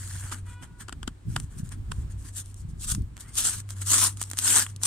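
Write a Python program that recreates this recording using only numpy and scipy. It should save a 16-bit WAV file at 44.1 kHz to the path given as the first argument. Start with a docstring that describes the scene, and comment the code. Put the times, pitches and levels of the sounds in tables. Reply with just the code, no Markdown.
"""Tape peeled off a box outdoors

Fingernails pick at sealing tape on a cardboard box, then peel it in short rasps, close to a phone.
Glue slips, snaps and nail flicks are noise bursts through the colours of tape film and box wall.
An engine hums (wavering sine) and a far horn toots once with an echo (overtones).
Light wind buffets the microphone ports (low noise and puffs) over a faint yard (noise)."""
import sys
import numpy as np
from scipy import signal
from scipy.fft import rfft, irfft, next_fast_len
from scipy.io import wavfile
from scipy.ndimage import uniform_filter1d, map_coordinates

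SR = 44100
rng = np.random.default_rng(int(sys.argv[2]) if len(sys.argv) > 2 else 0)


def wrap_up_sound(samples):
    """Save the sound to the file named by the first command line argument, as 16-bit audio."""
    columns = np.atleast_2d(samples).T
    # keep every value between -1 and 1, then stretch to whole-number steps
    tamed = np.clip(columns, -1, 1)
    steps = np.round(tamed * 32767).astype(np.int16)
    wavfile.write(sys.argv[1], SR, steps)


N = 214326

# Colour of the tape film: (frequency [Hz], relative density [dB])
FILM_COLOUR = [(1290, -53), (2200, -22), (2950, -10.5), (3860, -8.5), (4530, -7.5), (4880, -8.5), (8640, 4),
               (10800, -9), (14400, -18.5), (15600, -26), (16400, -71)]
# Colour of the box wall: (frequency [Hz], relative density [dB])
WALL_COLOUR = [(94, -18), (160, -15), (235, -0.5), (358, -9.5), (393, -11.5), (564, -13.5), (1010, -5),
               (1730, -4), (2060, -6), (2600, -11), (3380, -7), (5720, -120)]
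# Near sounds at the two ports: (frequency [Hz], left-right likeness [-1 to 1])
NEAR_ALIKE = [(60, 0.6), (180, 1), (550, 0.46), (1650, 0.62), (4970, 0.015), (15000, 0.018)]
# Near sounds at the two ports: (frequency [Hz], left over right [dB])
NEAR_LEAN = [(60, 2), (150, 4), (380, -4), (950, 3.5), (2380, -2.5), (5980, -0.5), (15000, 9.5)]


def amp(db):
    """Gain of a level in dB."""
    return 10 ** (np.asarray(db) / 20)


def unit(x):
    """x at rms 1."""
    return x / np.sqrt(np.mean(x ** 2) + 1e-20)


def along(points, hz):
    """(Hz, value) points interpolated on a log axis."""
    f, v = np.transpose(points)
    return np.interp(np.log(hz + 1), np.log(f + 1), v)


def curves(rows):
    """One value per sample for each column after the time."""
    s, *cols = np.transpose(rows)
    return [np.interp(np.arange(N) / SR, s, c) for c in cols]


def wobble(knots_per_s):
    """A smooth random curve through normal random knots."""
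    knots = rng.standard_normal(int(N * knots_per_s / SR) + 4)
    return map_coordinates(knots, [np.arange(N) * knots_per_s / SR])


def held(start_s, length_s, rise_db_per_s, fall_db_per_s):
    """Attack, hold and release in dB under full level."""
    t = np.arange(N) / SR
    rise_db = -rise_db_per_s * np.maximum(start_s - t, 0)
    fall_db = -fall_db_per_s * np.maximum(t - start_s - length_s, 0)
    return rise_db + fall_db


def coloured(pair, spectrum, alike, lean=((100, 0), (1000, 0))):
    """Two unrelated drives through a causal colour of mean power gain 1, mixed to left and right."""
    # Part of the port difference that is only a phase shift: (frequency [Hz], share [0-1])
    shifted = [(300, 0.7), (1500, 0), (5000, 0.33)]
    m = 2 * next_fast_len(N // 2 + 4096)
    hz = np.fft.rfftfreq(m, 1 / SR)
    gain = unit(amp(np.maximum(along(spectrum, hz), -80)))

    # minimum phase: fold the cepstrum onto positive time
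    cepstrum = irfft(np.log(gain), m)
    cepstrum[1:m // 2] *= 2
    cepstrum[m // 2 + 1:] = 0
    a, b = rfft(pair, m) * np.exp(rfft(cepstrum))

    turn = np.arccos(np.clip(along(alike, hz), -1, 1)) / 2
    share = np.clip(along(shifted, hz), 0, 1)
    mid = a * np.cos(turn)
    side = (1j * share * a + np.sqrt(1 - share ** 2) * b) * np.sin(turn)
    tilt = amp(along(lean, hz) / 2)
    return irfft(np.array([(mid + side) * tilt, (mid - side) / tilt]), m)[:, :N]


def bursts(times_s, levels_db, shapes):
    """Two unrelated noise drives under one short shape per event, each with the energy of its shape."""
    drive = np.zeros((2, N + SR))
    for s, db, shape in zip(times_s, levels_db, shapes):
        burst = shape * rng.standard_normal((2, len(shape)))
        burst *= np.linalg.norm(shape) / np.linalg.norm(burst, axis=1, keepdims=True)
        drive[:, round(s * SR):][:, :len(shape)] += amp(db) * burst
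    return drive[:, :N]


def panned(pair, times_s, pan_db):
    """Each event leans to its own side; the lean glides between events."""
    return pair * amp(np.interp(np.arange(N) / SR, times_s, pan_db) * [[.5], [-.5]])


def rubbing():
    """Slips shake the film, which hisses, and the box wall, which answers lower."""
    film, wall = np.sqrt(contact())
    grain = slips(per_s=2200, spread_db=2.6, life_s=.0002, steady=1.4) * amp(1.1 * wobble(90))
    shake = bending(grain * rng.standard_normal((2, N)), patchy_db=2.4)
    knock = bending(grain * rng.standard_normal((2, N)), patchy_db=2.3, flap_db=7)
    hiss = coloured(amp(0.07) * film * shake, FILM_COLOUR, NEAR_ALIKE, NEAR_LEAN)
    answer = coloured(amp(-5.5) * wall * knock, WALL_COLOUR, NEAR_ALIKE, NEAR_LEAN)
    return hiss + answer


def contact():
    """Power that fingertip rubs and tape pulls put into film and box wall, before their trims."""
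    # Fingertip on tape or box: (start [s], length [s], film level [dB], wall over film [dB])
    rubs = [(0, 0.21, -43.5, -6), (0.226, 0.073, -47.5, 0.5), (0.325, 0.0039, -33, -0.5),
            (0.342, 0.045, -52, 0), (0.465, 0.071, -56, 0.5), (0.632, 0.0032, -45, 4),
            (0.804, 0.015, -45, -1), (1.291, 0.15, -54.5, -5.5), (1.509, 0.069, -60, -2),
            (1.585, 0.0039, -42, -8), (1.647, 0.026, -54.5, -4.5), (1.722, 0.0021, -45, 1.5),
            (1.913, 0.11, -59, -6), (2.108, .015, -55.5, -3.5), (2.19, 0.042, -55.5, -14),
            (2.249, 0.04, -48.5, -7), (2.445, 0.07, -56, -22), (2.567, 0.05, -57.5, -23),
            (2.698, 0.004, -57.5, -14), (3.166, 0.16, -62, 5), (3.207, .002, -39.5, -11),
            (3.286, 0.0093, -53, -17), (3.7, 0.022, -44.5, -7), (3.766, 0.034, -49.5, -6.5),
            (3.818, 0.0041, -35.5, -9), (4.172, 0.34, -51.5, -6.5), (4.208, 0.017, -38, -12),
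            (4.685, 0.023, -49.5, -8)]
    # Pulls on the tape, one curve each: (time [s], film level [dB])
    pulls = [
        [(2.33, -56), (2.342, -49.5), (2.366, -37), (2.384, -35.5), (2.41, -40), (2.43, -58)],
        [(2.785, -62), (2.813, -40.5), (2.847, -35), (2.857, -41), (2.919, -26), (2.935, -39), (2.953, -40),
         (2.959, -46), (2.995, -63)],
        [(3.335, -48), (3.366, -33.5), (3.371, -24), (3.385, -21), (3.406, -25), (3.442, -29.5), (3.448, -25),
         (3.472, -24), (3.531, -31), (3.577, -41.5), (3.603, -42.5), (3.63, -68)],
        [(3.85, -45), (3.87, -29), (3.9, -22.5), (3.948, -18), (3.96, -22), (4.062, -19.5), (4.122, -48),
         (4.14, -53)],
        [(4.383, -31), (4.39, -29.5), (4.42, -35.5), (4.458, -22.5), (4.584, -17.5), (4.622, -23),
         (4.67, -50.5)],
        [(4.822, -43), (4.836, -25), (4.844, -33), (4.86, -19.5)],
    ]
    rise_db_per_s, fall_db_per_s = 1104, 613  # the finger speeds up and slows down
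    tug_db, tug_db_per_s = -20, 3  # wall over film as the first pull starts; a longer strip tugs harder
    tension_db, tension_s = 7, 0.13  # within a pull the wall gains as the strip tightens

    t, film, wall = np.arange(N) / SR, np.zeros(N), np.zeros(N)
    for start, length, db, wall_db in rubs:
        level_db = db + held(start, length, rise_db_per_s, fall_db_per_s)
        film += amp(2 * level_db)
        wall += amp(2 * (level_db + wall_db))
    for pull in pulls:
        start, end = pull[0][0], pull[-1][0]
        level_db = curves(pull)[0] + held(start, end - start, rise_db_per_s, fall_db_per_s)
        tight = 1 - np.exp(-np.maximum(t - start, 0) / tension_s)
        wall_db = tug_db + tug_db_per_s * (start - pulls[0][0][0]) + tension_db * tight
        film += amp(2 * level_db)
        wall += amp(2 * (level_db + wall_db))
    return film, wall


def slips(per_s, spread_db, life_s, steady):
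    """Loudness of glue letting go: short slips of uneven size over a steady share."""
    when = rng.random(N) < per_s / SR
    size = amp(spread_db * np.minimum(rng.exponential(size=N), 4))
    fade = np.exp(-np.arange(200) / (life_s * SR))
    return unit(steady + unit(signal.fftconvolve(when * size, fade)[:N]))


def bending(pair, patchy_db, flap_db=0):
    """Resonances shift as the tape bends: random patches of gain and the moving peak of the loose end."""
    # Resonance of the loose tape end: (time [s], frequency [Hz])
    flap = [(0, 1800), (.3, 1410), (2.3, 1680), (2.9, 1370), (3.4, 1330), (3.55, 1570), (3.8, 1450),
            (4.05, 1040), (4.3, 1350), (4.47, 1540), (4.62, 1610), (4.86, 1220)]
    hz, t, z = signal.stft(pair, SR, nperseg=256)
    field = rng.standard_normal(z.shape[1:])
    field = uniform_filter1d(field, size=3, axis=0)  # over frequency
    field = uniform_filter1d(field, size=12, axis=1)  # over time
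    octaves = np.log2((hz[:, None] + 1) / np.interp(t, *np.transpose(flap)))
    gain = amp(patchy_db * unit(field) + flap_db * np.exp(-(octaves / 0.22) ** 2))
    return signal.istft(z * gain, SR, nperseg=256)[1][:, :N]


def flicks():
    """A nail skids off the tape edge for a few ms and knocks the box."""
    # Flicks: (time [s], level before trim [dB], half length [s], left over right [dB])
    nail_flicks = [(0.318, -32.5, 0.0072, 0), (0.883, -33, 0.0026, 7), (0.892, -27.5, 0.00067, 0),
                   (0.925, -27.5, 0.0017, 4.5), (1.029, -28, 0.00099, 6), (1.076, -21, 0.0019, 3.5),
                   (1.362, -16, 0.002, 1.5), (1.917, -25, 0.0028, -1.5)]
    # The box under a nail: (frequency [Hz], relative density [dB])
    nail_colour = [(90, -22), (250, 2.5), (600, -14.5), (1400, 3.5), (2200, -15), (3100, -5), (4100, -16),
                   (4800, -11.5), (6000, -17), (8100, -6.5), (9200, -14), (10200, -16.5), (13000, -29),
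                   (16400, -72)]
    lead_s, peak_s = .006, .002  # the shape starts before and peaks after the listed time
    s, db, half_s, pan_db = np.transpose(nail_flicks)
    t = np.arange(SR // 20) / SR - lead_s
    skid = np.exp(-((t - peak_s) / np.maximum(half_s, 2e-4)[:, None]) ** 2)
    knock = np.exp(-np.abs(t - peak_s) / np.where(t < peak_s, .003, .008))
    drive = bursts(s - lead_s, db - 5, skid + amp(-12.5) * knock)
    return panned(coloured(drive, nail_colour, NEAR_ALIKE), s, pan_db)


def snaps():
    """A patch of glue lets go at once: a sharp tick and a short rustle in film and wall."""
    # Glue snaps: (time [s], level before trim [dB], wall over film before trims [dB])
    glue_snaps = [(1.4004, -18, -17.5), (1.6915, -27, -32), (2.4595, -31, -28), (2.5434, -29.5, -29),
                  (2.902, -14.5, -35), (2.9493, -12, -22.5), (3.021, -34.5, -27), (3.1679, -27, -12),
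                  (3.1777, -29.5, -8.5), (3.3548, -15.5, -24), (3.603, -23, -28), (3.691, -26, -12.5),
                  (3.706, -17, -19), (3.8185, -28, -15), (3.931, -8, -32), (4.127, -27, -30),
                  (4.172, -21.5, -30), (4.1973, -26, -13), (4.2153, -7, -17.5), (4.228, -11, -34),
                  (4.2378, -16, -20), (4.301, -18.5, -26), (4.3139, -12.5, -20), (4.3336, -15, -15),
                  (4.3723, -14, -20), (4.3881, -1, -26.5), (4.665, -22.5, -2.5), (4.7625, -21, -37),
                  (4.816, -32, -9), (4.8347, -4, -23.5)]
    s, db, wall_db = np.transpose(glue_snaps)
    t = np.arange(SR // 20) / SR
    tick, rustle = np.exp(-t / 0.00015), amp(-16.5) * np.exp(-t / 0.0033)
    shapes = [tick + rustle] * len(s)
    film = coloured(bursts(s, db - 3.5, shapes), FILM_COLOUR, NEAR_ALIKE, NEAR_LEAN)
    wall = coloured(bursts(s, db + wall_db + 3.0, shapes), WALL_COLOUR, NEAR_ALIKE, NEAR_LEAN)
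    return film + wall


def squeak():
    """A thin, grainy tone that rises as the tape is drawn tight."""
    # Faint tone, before its wobbles: (time [s], frequency [Hz], level [dB])
    tone = [(3.16, 1650, -80), (3.205, 1740, -65), (3.25, 1880, -63), (3.3, 2130, -61), (3.33, 2050, -85)]
    hz, db = curves(tone)
    phase = 2 * np.pi * np.cumsum(hz + 55 * wobble(150)) / SR
    return amp(db + 3.5 * wobble(90)) * np.sin(phase)


def engine():
    """One low, slightly unsteady order of an idling engine."""
    # Hum before its wobble: (time [s], rms level [dB])
    hum = [(0, -38.5), (.5, -38.5), (.62, -49), (.8, -62), (1.05, -51.5), (1.75, -46), (2.03, -38.5),
           (2.6, -44), (3.3, -54.5), (3.55, -41.5), (3.85, -34), (4.3, -42.5), (4.86, -40)]
    start_hz, creep_hz_per_s = 95, 0.78  # the idle creeps up
    db, = curves(hum)
    hz = start_hz + creep_hz_per_s * np.arange(N) / SR + 1.467 * wobble(11)
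    level = np.sqrt(2) * amp(db + 0.88 * wobble(22.28))
    return level * np.sin(2 * np.pi * np.cumsum(hz) / SR)


def horn():
    """A steady buzzy note and its duller echo; over the distance each overtone wavers on its own."""
    # Overtones: (multiple of the pitch, relative level [dB])
    orders = [(1, -17), (2, -1), (3, 0), (4, -7), (5, -5.5), (6, -12), (7, -12), (8, -19), (9, -28)]
    pitch_hz, level_db = 486, -55.5
    start_s, hold_s, rise_db_per_s, fall_db_per_s = .485, .125, 500, 350
    # off a far wall; the dull loss is per overtone above the third
    echo_s, echo_db, echo_dull_db = .2, -9.5, -6

    blast = amp(held(start_s, hold_s, rise_db_per_s, fall_db_per_s))
    echo = amp(held(start_s + echo_s, hold_s, rise_db_per_s, fall_db_per_s))
    phase = 2 * np.pi * np.cumsum(pitch_hz + 2.5 * wobble(30.6)) / SR
    note = np.zeros(N)
    for k, db in orders:
        waver = amp(level_db + db + 1.5 * wobble(18) + 2.5 * wobble(90))
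        envelope = blast + echo * amp(echo_db + echo_dull_db * max(k - 3, 0))
        note += waver * envelope * np.sin(k * phase + rng.uniform(0, 2 * np.pi))
    return note


def wind():
    """Lumpy low buffeting that sweeps over the right port first."""
    # Deep rumble: (time [s], level [dB])
    deep = [(0.0, -43.5), (0.82, -49), (1.07, -37.5), (1.18, -57), (1.27, -44), (1.85, -37), (2.0, -34),
            (2.46, -50), (3.04, -33), (3.13, -46.5), (4.86, -56)]
    # Flutter before trim: (time [s], level [dB])
    gusts = [(0, -47.5), (.84, -55), (1.07, -47.5), (1.22, -62.5), (1.28, -40), (1.4, -41.5), (1.5, -57),
             (1.56, -41.5), (1.69, -46.5), (2.06, -43), (2.13, -52.5), (2.61, -54), (2.65, -44.5),
             (2.8, -48), (2.98, -33.5), (3.1, -52), (4.86, -54.5)]
    # Colour of the rumble: (frequency [Hz], relative density [dB])
    rumble_colour = [(15, -43), (25, 4), (60, 10), (85, 1), (130, -53)]
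    # Colour of the flutter: (frequency [Hz], relative density [dB])
    flutter_colour = [(60, -32), (100, 7.5), (150, -2), (250, -11.5), (400, -22), (700, -52.5)]
    left_lag_s = 0.00092
    (rumble_db,), (flutter_db,) = curves(deep), curves(gusts)
    rumble = coloured(rng.standard_normal((2, N)), rumble_colour, [(30, .99), (100, .98)])
    lumpy = rng.standard_normal((2, N)) * amp(3.7 * wobble(25.193))
    flutter = coloured(lumpy, flutter_colour, [(100, 0.51), (400, 0.8)])
    left, right = amp(rumble_db) * unit(rumble) + amp(flutter_db + 3.5) * unit(flutter) + thumps()
    return np.array([np.interp(np.arange(N) - left_lag_s * SR, np.arange(N), left), right])


def thumps():
    """Single puffs thump the ports: each is about a cycle of pressure under a bell."""
    # Puffs: (time [s], peak of the bell [dB], pitch [Hz])
    puffs = [(1.284, -24, 135), (1.303, -21, 108), (1.442, -27.5, 98), (1.602, -24.5, 149),
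             (1.634, -20, 120), (1.989, -25.5, 85), (2.653, -26, 115), (2.69, -26.5, 99), (2.736, -29, 128),
             (2.923, -23.5, 122), (2.95, -26, 110), (2.983, -22.5, 199), (3.009, -21.5, 75.4),
             (3.045, -26, 60.5)]
    half_width_cycles = 0.46
    pressure = np.zeros(N)
    for s, db, hz in puffs:
        cycles = hz * (np.arange(N) / SR - s)
        bell = amp(db) * np.exp(-(cycles / half_width_cycles) ** 2)
        pressure += bell * np.sin(2 * np.pi * (cycles + rng.random()))
    return pressure


def yard():
    """Far traffic and air as coloured noise, drifting a little."""
    # Colour: (frequency [Hz], relative density [dB])
    yard_colour = [(100, -12.5), (160, -13.5), (280, -10.5), (570, -25), (1100, -22), (2000, -29),
                   (4000, -33), (6000, -37), (8500, -29.5), (11000, -44), (16400, -52.5)]
    # Two ports: (frequency [Hz], left-right likeness [-1 to 1])
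    yard_alike = [(150, 0.91), (1000, 0.026), (4000, 0.029), (15000, 0.064)]
    drift_db = 1.3 * wobble(4)
    return amp(-58.0 + drift_db) * coloured(rng.standard_normal((2, N)), yard_colour, yard_alike)


def scene():
    """All sources at the two microphone ports."""
    near = rubbing() + flicks() + snaps() + squeak()
    horn_pair = horn() * amp([[.7], [-.7]])  # leans left
    return near + engine() + horn_pair + wind() + yard()


def record(dry):
    """The phone rounds off the tallest peaks and keeps nothing above its band limit."""
    top_hz = 16500
    soft = dry / (1 + np.abs(dry / .9) ** 4) ** .25
    m = next_fast_len(N + SR // 2)
    return irfft(rfft(soft, m) * (np.fft.rfftfreq(m, 1 / SR) < top_hz), m)[:, :N]


dry = scene()
out = record(dry)
wrap_up_sound(out)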